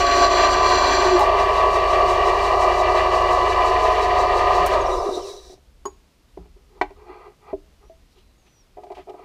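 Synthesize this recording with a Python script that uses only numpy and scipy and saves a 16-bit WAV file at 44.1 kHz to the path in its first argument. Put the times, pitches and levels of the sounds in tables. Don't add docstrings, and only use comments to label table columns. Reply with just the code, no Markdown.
import sys
import numpy as np
from scipy import signal
from scipy.fft import rfft, irfft
from scipy.io import wavfile
from scipy.ndimage import uniform_filter1d

SR = 44100
rng = np.random.default_rng(int(sys.argv[2]) if len(sys.argv) > 2 else 0)


def wav_out(sig):
    wavfile.write(sys.argv[1], SR, np.round(np.clip(np.atleast_2d(sig).T, -1, 1) * 32767).astype(np.int16))


def amplitude_ratio(level_db):
    exponent = np.asarray(level_db, float) / 20
    return 10 ** exponent


N = 407484
T = np.arange(N) / SR
HZ = np.arange(N // 2 + 1) * SR / N
SPINDLE_HZ = 5.788
POWER_OFF_S = 4.58, 4.69


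def level(x, db=0):
    return x * amplitude_ratio(db) / np.sqrt(np.mean(x ** 2))


def steady(x):
    return x / np.sqrt(uniform_filter1d(x ** 2, SR // 4) + 1e-12)


def curve(rows, off=-120):
    s, *columns = np.transpose(rows)
    return [np.interp(T, s, c, left=off, right=off) for c in columns]


def body(modes, hz, order=1):
    total = 0
    for k, (mode_hz, width_hz, db) in enumerate(modes):
        resonance = 1 / (1 + 1j * (hz - mode_hz * mode_hz / np.maximum(hz, 1)) / width_hz)
        total = total + (-1) ** k * amplitude_ratio(db) * resonance ** order
    return total


def through(x, modes, order=1):
    return irfft(rfft(x) * body(modes, HZ, order), N)


def coloured(points):
    hz, db = np.transpose(points)
    gain_db = np.interp(np.log(HZ + 1), np.log(hz), db, left=-90, right=-90)
    return level(irfft(rfft(rng.standard_normal(N)) * amplitude_ratio(gain_db), N))


def walk(rate_hz, gain_db=None):
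    hold = int(SR / rate_hz / 32)
    held = np.repeat(rng.standard_normal(N // hold // 32 + 2), hold)
    slow = 1.28 * uniform_filter1d(uniform_filter1d(held, hold), hold)
    return np.interp(T, np.arange(len(slow)) * 32 / SR, slow if gain_db is None else amplitude_ratio(gain_db * slow))


def grit(rough_db):
    return level(rng.standard_normal(N) * amplitude_ratio(rough_db * rng.exponential(size=N)))


# frequency in Hz, level in dB per Hz.
ROOM = [(59, -38), (100, 1), (647, -11.5), (1700, -18.5), (2050, -18), (2810, -17.5), (3050, -18.5),
        (4850, -20), (7850, -26), (15000, -31.5)]
ROOM_DB = -61.5
# time in seconds, level in dB.
JOLTS = [(5.15, -48), (5.4, -52), (5.66, -60), (5.8, -56), (5.93, -59), (6.25, -61), (6.4, -43), (6.8, -48),
         (6.92, -53), (7.1, -59), (7.55, -48), (7.8, -56), (7.97, -56.5), (8.25, -59), (8.7, -58.5),
         (8.95, -59)]
ROCK_DB, ROCK_RISE_S, ROCK_FALL_S = -63.5, 0.027, .12


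def workshop():
    rock = steady(through(grit(0), [(34, 22, -4.0), (66.0, 25, -7.5)], order=2))
    sway = amplitude_ratio(ROCK_DB + 3.0 * walk(6.5))
    for s, db in JOLTS:
        sway = sway + amplitude_ratio(db) * np.exp(np.minimum((T - s) / ROCK_RISE_S, (s - T) / ROCK_FALL_S))
    return amplitude_ratio(ROOM_DB + 0.33 * walk(13.0)) * coloured(ROOM) + sway * rock


# time in seconds, pitch in Hz, level in dB.
WHISTLES = [
    [(7.77, 5800, -88), (7.85, 5680, -78), (7.885, 5810, -72), (7.91, 6050, -78), (7.97, 6500, -88)],
    [(8.08, 3650, -88), (8.13, 3850, -77), (8.2, 4100, -79), (8.3, 4000, -77), (8.36, 4050, -88)],
    [(8.365, 6910, -88), (8.385, 6740, -74), (8.47, 6050, -76), (8.495, 5960, -69), (8.525, 6020, -70),
     (8.555, 5800, -69), (8.585, 5820, -64), (8.615, 5600, -62), (8.645, 4950, -80)],
]


def whistles():
    out, flutter = 0, walk(60)
    for rows in WHISTLES:
        s, hz, db = np.transpose(rows)
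        pitch_hz = np.interp(T, s, hz) * (1 + .003 * flutter)
        gain = np.sqrt(2) * amplitude_ratio(np.interp(T, s, db, left=-140, right=-140) + 1.5 * flutter)
        out = out + gain * np.sin(2 * np.pi * np.cumsum(pitch_hz) / SR)
    return out


# strongest moment, swell and ease in seconds, level in dB, centre in Hz.
RUSTLES = [(8.12, .02, .05, -66, 4500), (8.19, .04, .06, -61, 3000), (8.47, .02, .04, -62, 2600),
           (8.952, .008, .03, -52, 2600), (8.98, .025, .07, -53.5, 2400), (9.097, .003, .015, -51, 2500),
           (8.838, .004, .015, -60, 3500), (8.92, .005, .015, -58, 3800)]


def rustles():
    out = np.zeros(N + SR)
    t = np.arange(8192) / SR
    hz = np.arange(len(t) // 2 + 1) * SR / len(t)
    for s, swell_s, ease_s, db, centre_hz in RUSTLES:
        fibres = rng.standard_normal(len(t)) * amplitude_ratio(1.8 * rng.exponential(size=len(t)))
        response = body([(centre_hz, 0.9 * centre_hz, 0)], hz, order=2)
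        swish = level(irfft(rfft(fibres) * response), db)
        envelope = np.interp(t, [0, swell_s, swell_s + ease_s], [0, 1, 0])
        out[int((s - swell_s) * SR):][:len(t)] += swish * envelope
    return out[:N]


# strongest moment, swell and ease in seconds, level in dB,
# brightness in dB per octave.
SLIDES = [(6.4, .012, 0.093, -52, -1), (6.58, .04, .1, -61, -1), (6.79, 0.13, 0.029, -51, -0.5),
          (7.01, 0.066, 0.083, -44.5, 1), (7.098, 0.056, 0.15, -45, 3.5), (7.22, 0.16, .14, -43.5, 2.5),
          (7.519, 0.13, 0.017, -43.5, 3.5), (7.6, .03, 0.11, -64, -8), (7.83, 0.066, 0.071, -56.5, 0),
          (8.19, .09, .06, -61, 1), (8.47, 0.033, 0.038, -62, 2), (8.78, 0.015, .07, -45, -3),
          (8.85, 0.044, .06, -46, -2), (8.92, 0.033, 0.041, -39.5, -1), (8.97, 0.025, 0.081, -49, 5),
          (9.09, 0.028, 0.07, -38.5, -4), (9.21, 0.099, 0.14, -43.5, 0.5)]
# level in dB, pitch in octaves up.
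SLIDE_SHARE = [(-1, -0.5), (-6.5, 1.5), (-20, 2.5)]
# frequency in Hz, width in Hz, level in dB.
TAIL_MID = [(710, 190, -4.5), (835, 61, 2.5), (985, 160, -3), (1228, 143, -0.5)]
TAIL_TOP = [(1580, 160, -2), (1990, 210, 3), (2380, 220, 2), (2740, 200, -7), (3270, 600, -14),
            (4400, 700, -12.5)]


def slides():
    slips = grit(1.9) * amplitude_ratio(1.8 * walk(40))
    pushes = np.array([np.interp(T - s, [-swell_s, 0, ease_s], [0, 1, 0])
                       for s, swell_s, ease_s, *_ in SLIDES]) ** 1.16
    db, bright = np.transpose(SLIDES)[3:]
    out = 0
    for modes, (share_db, octaves) in zip((BED_LOW, TAIL_MID, TAIL_TOP), SLIDE_SHARE):
        strength = amplitude_ratio(share_db + db + bright * octaves) @ pushes
        out = out + strength * level(through(slips, modes, order=2))
    return out


KNOCK_HZ = [400, 700, 1100, 2300, 6000, 13000]
STRUCK = {"drill": [-6.5, 2.5, 0, -21, -22, -34], "switch": [-10, -18.5, -0.5, -22, -24, -36], "lock": [-6,
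          -0.5, -2, -7, -19, -44], "gears": [-2, -1.5, -34, -36, -46.5, -66], "tailstock": [0, -8, -18, -23,
          -36, -56], "part": [-5, 3.5, -21, -20, -39, -54], "jar": [-9, -20, -5, -28, -19, -27]}
BLOWS = {"drill": [(1.19, -20, 4.5), (1.204, -16, 3)], "switch": [(4.659, -17.5, 5.5)],
         "lock": [(6.811, -11, -0.5), (6.825, -27, -1)], "jar": [(5.853, -13, -1.5), (5.865, -22, -3),
         (5.877, -27.5, -2)], "gears": [(5.088, -14.5, 2), (5.171, -16, 0.5), (5.495, -38, -5),
         (5.525, -39, -3), (5.575, -47, 0)], "tailstock": [(6.371, -28, 0), (6.455, -45, 3.5),
         (6.563, -52, -4), (6.777, -44, 3), (6.904, -32, 3), (7.093, -33, -4), (7.528, -18, -4.5),
         (7.895, -45, 0)], "part": [(8.768, -30, 1), (8.781, -31, -1), (8.833, -28.5, 3), (8.864, -34, 2),
         (8.9, -26.5, 2.5), (8.917, -27.5, 3.5), (8.967, -29, 1), (8.982, -29, -4), (9.07, -34, -1),
         (9.083, -30, 0), (9.096, -28, 3), (9.139, -28.5, -1), (9.189, -35, 3)]}
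CLACK = {"drill": (.006, .08, .02), "switch": (.011, .1, .025), "lock": (.005, .2, .016),
         "gears": (.006, .08, .02), "tailstock": (0.0065, .08, .02), "part": (.004, .1, .015),
         "jar": (.003, .3, .014)}
# frequency in Hz, level in dB, t60 in seconds.
RING = [(296, -10, 0.15), (376.3, -0.5, 0.14), (408, -2, 0.12), (530, -8.5, 0.048), (635, -3.5, .08),
        (714, 1.5, 0.073), (835, -2, 0.11), (950, 5.5, 0.04), (1055, -1.5, 0.072), (1242, -7, 0.038),
        (1580, -9.5, 0.04), (2020, -2.5, 0.033), (2350, -2.5, 0.048)]
# time in seconds, frequency in Hz, level in dB, t60 in seconds.
PINGS = [(5.855, 6740, -30, 0.08), (5.854, 4300, -51, 0.06), (7.897, 655, -38.5, 0.17),
         (4.6, 171, -35.5, 0.3), (6.385, 176, -43, .3), (7.53, 630, -21.5, 0.079),
         (6.813, 1550, -19.5, 0.047), (6.814, 1940, -12, .03), (6.814, 2270, -16, 0.035),
         (5.854, 1080, -17, .06), (6.814, 3000, -33, .06), (6.814, 3640, -34, .05), (6.814, 4170, -38, .06),
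         (1.203, 828, -11, .1), (5.866, 6760, -34, .05), (5.856, 4900, -46, .09), (5.856, 3030, -44, .054)]
RISE_S, SOFT_RISE_S = .001, 0.0036


def knocks():
    out, t = np.zeros(N + SR), np.arange(SR // 4) / SR
    ring_hz, ring_db, t60_s = np.transpose(RING)
    decay = np.exp(-np.log(1000) * t[:, None] / t60_s)
    hz = np.arange(len(t) // 2 + 1) * SR / len(t)
    upper = amplitude_ratio(-0.5) + amplitude_ratio(-2.5) * abs(body(BED_TOP, hz))
    octaves = np.log2(np.array(KNOCK_HZ) / 700)
    for thing, blows in BLOWS.items():
        rise_s = SOFT_RISE_S if thing == "part" else RISE_S
        crack_s, share, rattle_s = CLACK[thing]
        for s, db, bright in blows:
            band_db = db + bright * octaves + STRUCK[thing]
            gain, tune, phase = rng.standard_normal((3, len(RING)))
            blow_db = np.interp(np.log(ring_hz), np.log(KNOCK_HZ), band_db)
            size = amplitude_ratio(blow_db + ring_db - 3.0 + 1.1 * gain)
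            angle = 2 * np.pi * np.outer(t, ring_hz * (1 + 0.011 * tune)) + np.pi * (phase > 0)
            rings = (np.sin(angle) * decay) @ size * (0.5 + 0.42 * np.exp(-t / 0.041))
            clack_db = np.interp(np.log(hz + 1), np.log(np.r_[200, KNOCK_HZ]), np.r_[band_db[0] - 35, band_db])
            clack = irfft(rfft(rng.standard_normal(len(t))) * upper * amplitude_ratio(clack_db), len(t))
            clack *= np.exp(-t / crack_s) + share * np.exp(-t / rattle_s)
            knock = (rings + amplitude_ratio(1.0) * clack) * (1 - np.exp(-t / rise_s))
            out[int((s + .0015) * SR):][:len(t)] += knock
    for s, ping_hz, db, ping_t60_s in PINGS:
        envelope = np.exp(-np.log(1000) * t / ping_t60_s) * (1 - np.exp(-t / 0.0014))
        out[int(s * SR):][:len(t)] += amplitude_ratio(db) * np.sin(2 * np.pi * ping_hz * t) * envelope
    return out[:N]


LAWS = {"low": (-27, .5, 60, 0.95, 0.8), "mid": (-17.5, 0.0454, 53.5, 1.5, 0.44),
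        "top": (-29.5, 0.05, 46, 0.77, 0.5), "shake": (-30.5, 0.32, 41, .5, 0),
        "whirr": (-41.5, .02, 6, 1.7, 1), "hiss": (-53, 0, 8, 1.1, .3), "dry": (-43, 0.48, 33, 1.5, 0)}
STICK_S, STICK_LENGTH_S = 5.54, .08


def law(name, speed):
    full_db, knee, fade_db, bend, share = LAWS[name]
    load_db = np.interp(T, *np.transpose(FEED)) * (T < THROUGH_S)
    stuck = np.clip((T - STICK_S) / STICK_LENGTH_S, 0, 2)
    return full_db + share * load_db - fade_db * np.clip(1 - speed - knee, 0, 1) ** bend - 30 * stuck


# frequency in Hz, width in Hz, level in dB.
WHIRR = [(3900, 380, -1.5), (4470, 570, 3), (5720, 860, -10)]
COAST = [(3900, 230, 1), (4700, 200, -4), (5180, 210, -4.5), (5850, 290, -0.5), (7460, 2700, -13.5),
         (10400, 2400, -28.5)]
# frequency in Hz, level in dB per Hz.
HISS = [(2940, -46), (5000, -1), (5790, -1.5), (6300, -2.5), (8300, -9), (10900, -20.5), (13000, -22.5),
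        (15000, -25)]
# time in
# seconds, pitch in Hz, fall in Hz, level in dB, length in seconds.
SQUEAKS = [(4.72, 4260, 200, -39, 0.04), (4.798, 6680, 302, -40, 0.037), (4.85, 5690, 100, -38, 0.037),
           (4.90, 3900, 100, -36, 0.057), (4.9, 5850, 100, -49, .05), (4.92, 7000, 300, -47, .04),
           (4.957, 5350, 250, -41, 0.073), (4.996, 4700, 200, -45, 0.056), (5.116, 3900, 100, -34.5, 0.061),
           (5.13, 7700, 300, -48, .04), (5.2, 5500, 353, -44, 0.066), (5.28, 3960, 150, -46, 0.065),
           (5.35, 4000, 150, -47, .07)]
# time in seconds, level in dB.
SLOT_SONG = [(5.15, -72), (5.22, -55), (5.27, -57), (5.33, -61), (5.38, -80)]
SLOT_HZ = 7150
SLIP, RUB_TURN = .9857, .007


def bearings(turns, speed):
    whirr_db, hiss_db, dry_db = (law(name, speed) for name in ("whirr", "hiss", "dry"))
    rub = np.exp(2.2 * (np.cos(2 * np.pi * (SLIP * turns + RUB_TURN)) - 1))
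    whirr = level(through(grit(2.43), WHIRR, order=2) * (1 + 0.28 * rub))
    chirp = level(through(grit(2.5), [(3900, 130, 0)], order=2))
    whirr += 1.15 * rub ** 4 * chirp
    hiss = level(coloured(HISS) * (1 + 1.3 * rub) * amplitude_ratio(1.0 * walk(25)))
    fan_air = level(through(grit(0), [(11330, 6900, 0)], order=2))
    hiss += amplitude_ratio(-18.5) * fan_air
    coast = level(through(grit(1.9) * amplitude_ratio(2.4 * walk(25)), COAST))
    cutting_db = np.interp(T, [1.17, 1.22], [3.0, 0])
    free = np.interp(T, [4.66, 4.9], [0, 1])
    out = amplitude_ratio(whirr_db + cutting_db) * (1 - free) * whirr
    out += amplitude_ratio(dry_db) * free * coast
    out += amplitude_ratio(hiss_db + 6.5) * (1 - 0.77 * free) * hiss
    waver = 2.2 * walk(180)
    song_gain = amplitude_ratio(curve(SLOT_SONG)[0] + 3.0 * walk(30))
    out += song_gain * np.sin(2 * np.pi * SLOT_HZ / SPINDLE_HZ * turns + .8 * waver)
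    for s, hz, fall_hz, db, length_s in SQUEAKS:
        t = np.arange(int(length_s * SR)) / SR
        at = slice(int(s * SR), int(s * SR) + len(t))
        angle = 2 * np.pi * (hz - fall_hz * t / length_s / 2) * t + waver[at]
        out[at] += amplitude_ratio(db) * np.hanning(len(t)) * np.sin(angle)
    return out


# frequency in Hz, width in Hz, level in dB.
DRILL = [(288, 51, -0.5), (1534, 225, 0.5), (3346, 270, -8), (4137, 250, 0), (4430, 380, -12),
         (4700, 200, -3), (5160, 130, -13), (5720, 200, -7), (6070, 250, -8), (7040, 330, -15.5),
         (7390, 210, -10.5), (7670, 200, -27), (8900, 990, -38), (12400, 3100, -41)]
# time in seconds, load in dB.
FEED = [
    (0, -0.5),
    (.1, -0.5),
    (.25, 4),
    (.28, -2.5),
    (.44, 3.5),
    (.485, -2),
    (.71, 3),
    (1.05, 0),
    (1.07, -2),
]
# time in seconds, level in dB, hold in seconds.
GRABS = [
    (0.99, -19.5, .008),
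    (1.063, -16.5, 0.0076),
    (1.132, -14, 0.027),
]
GRAB_RISE_DB_PER_S, GRAB_FALL_DB_PER_S = 499.5, 499
CUT_DB, THROUGH_S, THROUGH_DB_PER_S = -27.5, 1.154, 259.5


def drill():
    tear = level(through(grit(2.7) * amplitude_ratio(1.5 * walk(45)), DRILL, order=2))
    feed_db = np.interp(T, *np.transpose(FEED), right=-1.5)
    cut_db = CUT_DB + feed_db - THROUGH_DB_PER_S * np.clip(T - THROUGH_S, 0, 1)
    chatter = np.sqrt(2) * np.sin(2 * np.pi * (368 * T + 0.16 * walk(33)))
    grip = 0
    for s, db, hold_s in GRABS:
        away_db = np.maximum(GRAB_RISE_DB_PER_S * (s - T), GRAB_FALL_DB_PER_S * (T - s - hold_s))
        grip = grip + amplitude_ratio(db - away_db.clip(0))
    return amplitude_ratio(cut_db) * tear + grip * chatter


# frequency in Hz, dB per s, dB per s squared.
DRIFT = [(640.6, 1.0, -.2), (694.4, -1.1, -.2), (721.4, 2.5, -.2), (974.4, -.3, .2), (1012, -.5, .3),
         (1093, -1, .3), (1136, -1.5, .4), (1174, 0.1, .2), (1217, 3, -.2), (1906, .5, .3), (1986, .5, .3),
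         (2347, -1, -.3), (2670, -1.5, -.5), (2762, -1, -.3), (2842, -1, .3)]


def tooth(hz, turns):
    driven = int(POWER_OFF_S[1] * SR)
    t, turns = T[:driven], turns[:driven]
    once, twice = np.exp(2j * np.pi * turns), np.exp(4j * np.pi * turns)
    loose = np.interp(t, [1.1, 1.3], [1.5, 1])
    age_s = np.clip(t, 1.2, 4.6) - 2.0
    for f in hz:
        a, b, c, d = np.exp(2j * np.pi * rng.random(4))
        wobble = .25 * (a * once).imag + .45 * (b * twice).imag
        wobble += .7 * walk(5)[:driven] * loose * max(f / 1300, 1)
        drift_db = sum(age_s * (db + bend_db * age_s) for near, db, bend_db in DRIFT if abs(near - f) < 10)
        swell = (1 + 0.052 * (c * once).imag) * walk(3.51, gain_db=2.9)[:driven] ** loose * amplitude_ratio(drift_db)
        tone = np.sin(2 * np.pi * round(f / SPINDLE_HZ) * turns + wobble + np.angle(d))
        yield np.pad(swell * tone, (0, N - driven))


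def clatter(turns, keep, size):
    fresh = rng.standard_normal((int(turns[-1]) + 2, size))
    renew = np.sqrt(1 - keep ** 2)
    wheel = signal.lfilter([renew], [1, -keep], fresh, axis=0, zi=keep * fresh[-1:])[0].ravel()
    return np.interp(turns * size, np.arange(len(wheel)), wheel)


# frequency in Hz at full speed, level in dB rms.
TEETH = [(366.1, -36), (398.4, -34), (441.4, -42.5), (479.1, -40.5), (570.6, -39), (640.6, -33),
         (694.4, -30), (721.4, -30.5), (807.5, -37.5), (850.6, -40), (893.6, -40), (931.3, -40.5),
         (974.4, -34.5), (1012, -29), (1093, -34.5), (1136, -29), (1174, -32.5), (1217, -38.5), (1254, -46),
         (1292, -42), (1739, -47.5), (1906, -48), (1986, -43.5), (2067, -50.5), (2347, -44), (2632, -58.5),
         (2670, -46.5), (2762, -48), (2842, -48.5), (2918, -51)]
# frequency in Hz, level in dB rms.
SHAKE = [
    (29, -44.5),
    (50.9, -38.5),
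    (79.5, -44.5),
]
# frequency in Hz, width in Hz, level in dB.
BED_LOW = [(320.4, 30, -21.5), (368.3, 24.7, 1.5), (414.6, 25.2, 1.5), (434, 25.6, -4.5), (494.4, 49, -9)]
BED = [(590, 94, 0), (646, 45, 3), (704, 42, 3), (797, 90, -5), (892, 90, -8.5), (1020, 56.5, -0.5),
       (1084, 39.6, -5), (1122, 71, -3.5), (1231.2, 56, -2.5)]
BED_TOP = [(1558, 460, -5.5), (1747, 85, 2.5), (1913, 82, 4), (2395, 78, 3.5), (2644, 179, -3),
           (2965, 240, -2), (3370, 640, -9)]
# frequency in Hz, width in Hz, depth 0-1.
NODES = [(1400, 140, 0.22), (2175, 99, 0.7), (2544, 79.8, .6)]
# rows of frequency in Hz, level in dB per Hz; then overall level in dB.
MOTOR_AIR = [(53, -30.5), (90, -4), (108, -19.5), (182, -10), (242, -21), (330, -2), (430, -41.5),
             (730, -120)], -45
GEARING = 7
TOP_CUT_DB = 2


def gears(run, turns, speed):
    low_db, mid_db, top_db, shake_db = (law(name, speed) for name in ("low", "mid", "top", "shake"))
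    top_db = top_db + TOP_CUT_DB * (T < THROUGH_S)
    rough = 0.87 * clatter(turns, keep=0.867, size=8192)
    rough += 0.29 * clatter(turns * GEARING, keep=0.867, size=2048)
    rough += .35 * grit(2.5)
    torque = np.interp(T, POWER_OFF_S, [1, 0])
    out = 0
    for modes, db, rough_db in ((BED_LOW, low_db, -1.5), (BED, mid_db, -2.5), (BED_TOP, top_db, 4.5)):
        lines = [(f, g) for f, g in TEETH if modes[0][0] - 30 < f < modes[-1][0] + 60]
        force = 0
        for (f, g), tone in zip(lines, tooth([f for f, g in lines], turns)):
            force = force + amplitude_ratio(g) / abs(body(modes, f)) * tone
        tones = torque * level(through(force, modes))
        sound = steady(tones + level(through(rough, modes), rough_db))
        out = out + walk(55, gain_db=1.6) * amplitude_ratio(db) * sound
    for hz, width_hz, depth in NODES:
        out = out - depth * signal.lfilter(*signal.iirpeak(hz, hz / width_hz, fs=SR), out)
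    out = signal.sosfilt(signal.butter(3, 4500, fs=SR, output="sos"), out)
    shake = 0
    for f, g in SHAKE:
        angle = 2 * np.pi * (f * run + rng.random() + 0.17 * walk(3.2))
        shake = shake + amplitude_ratio(g + .8 * walk(4.6)) * np.sin(angle)
    shake = level(shake) + level(through(grit(0), [(50, 59, 0)], order=2), -10.0)
    air_points, air_db = MOTOR_AIR
    air = amplitude_ratio((mid_db - LAWS["mid"][0]) * 0.78 + air_db) * coloured(air_points)
    return out + amplitude_ratio(shake_db) * steady(shake) + air


# time in seconds, speed 0-1.
SPEED = [
    (0, 1),
    (4.66, 1),
    (4.8, .9),
    (5.0, .68),
    (5.2, .45),
    (5.4, 0.2),
    (5.62, 0),
    (9.24, 0.01),
]


def scene():
    speed = curve(SPEED)[0]
    run = np.cumsum(speed) / SR
    turns = run * SPINDLE_HZ
    dry = rustles() + slides() + knocks() + bearings(turns, speed) + drill() + gears(run, turns, speed)
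    t = np.arange(SR // 2) / SR
    walls = rng.standard_normal(len(t)) * np.exp(-np.log(1000) * t / 0.27) * (t > .006)
    walls /= np.sqrt(np.sum(walls ** 2))
    wet = amplitude_ratio(-19.5) * signal.fftconvolve(dry, walls)[:N]
    return (dry + wet + workshop() + whistles())[None]


def low_pass(x):
    return signal.sosfilt(signal.butter(12, 15270, fs=SR, output="sos"), x)


def record(dry):
    mix = np.tanh(.8 * dry) / .8
    return low_pass(mix)


dry = scene()
out = record(dry)
wav_out(out)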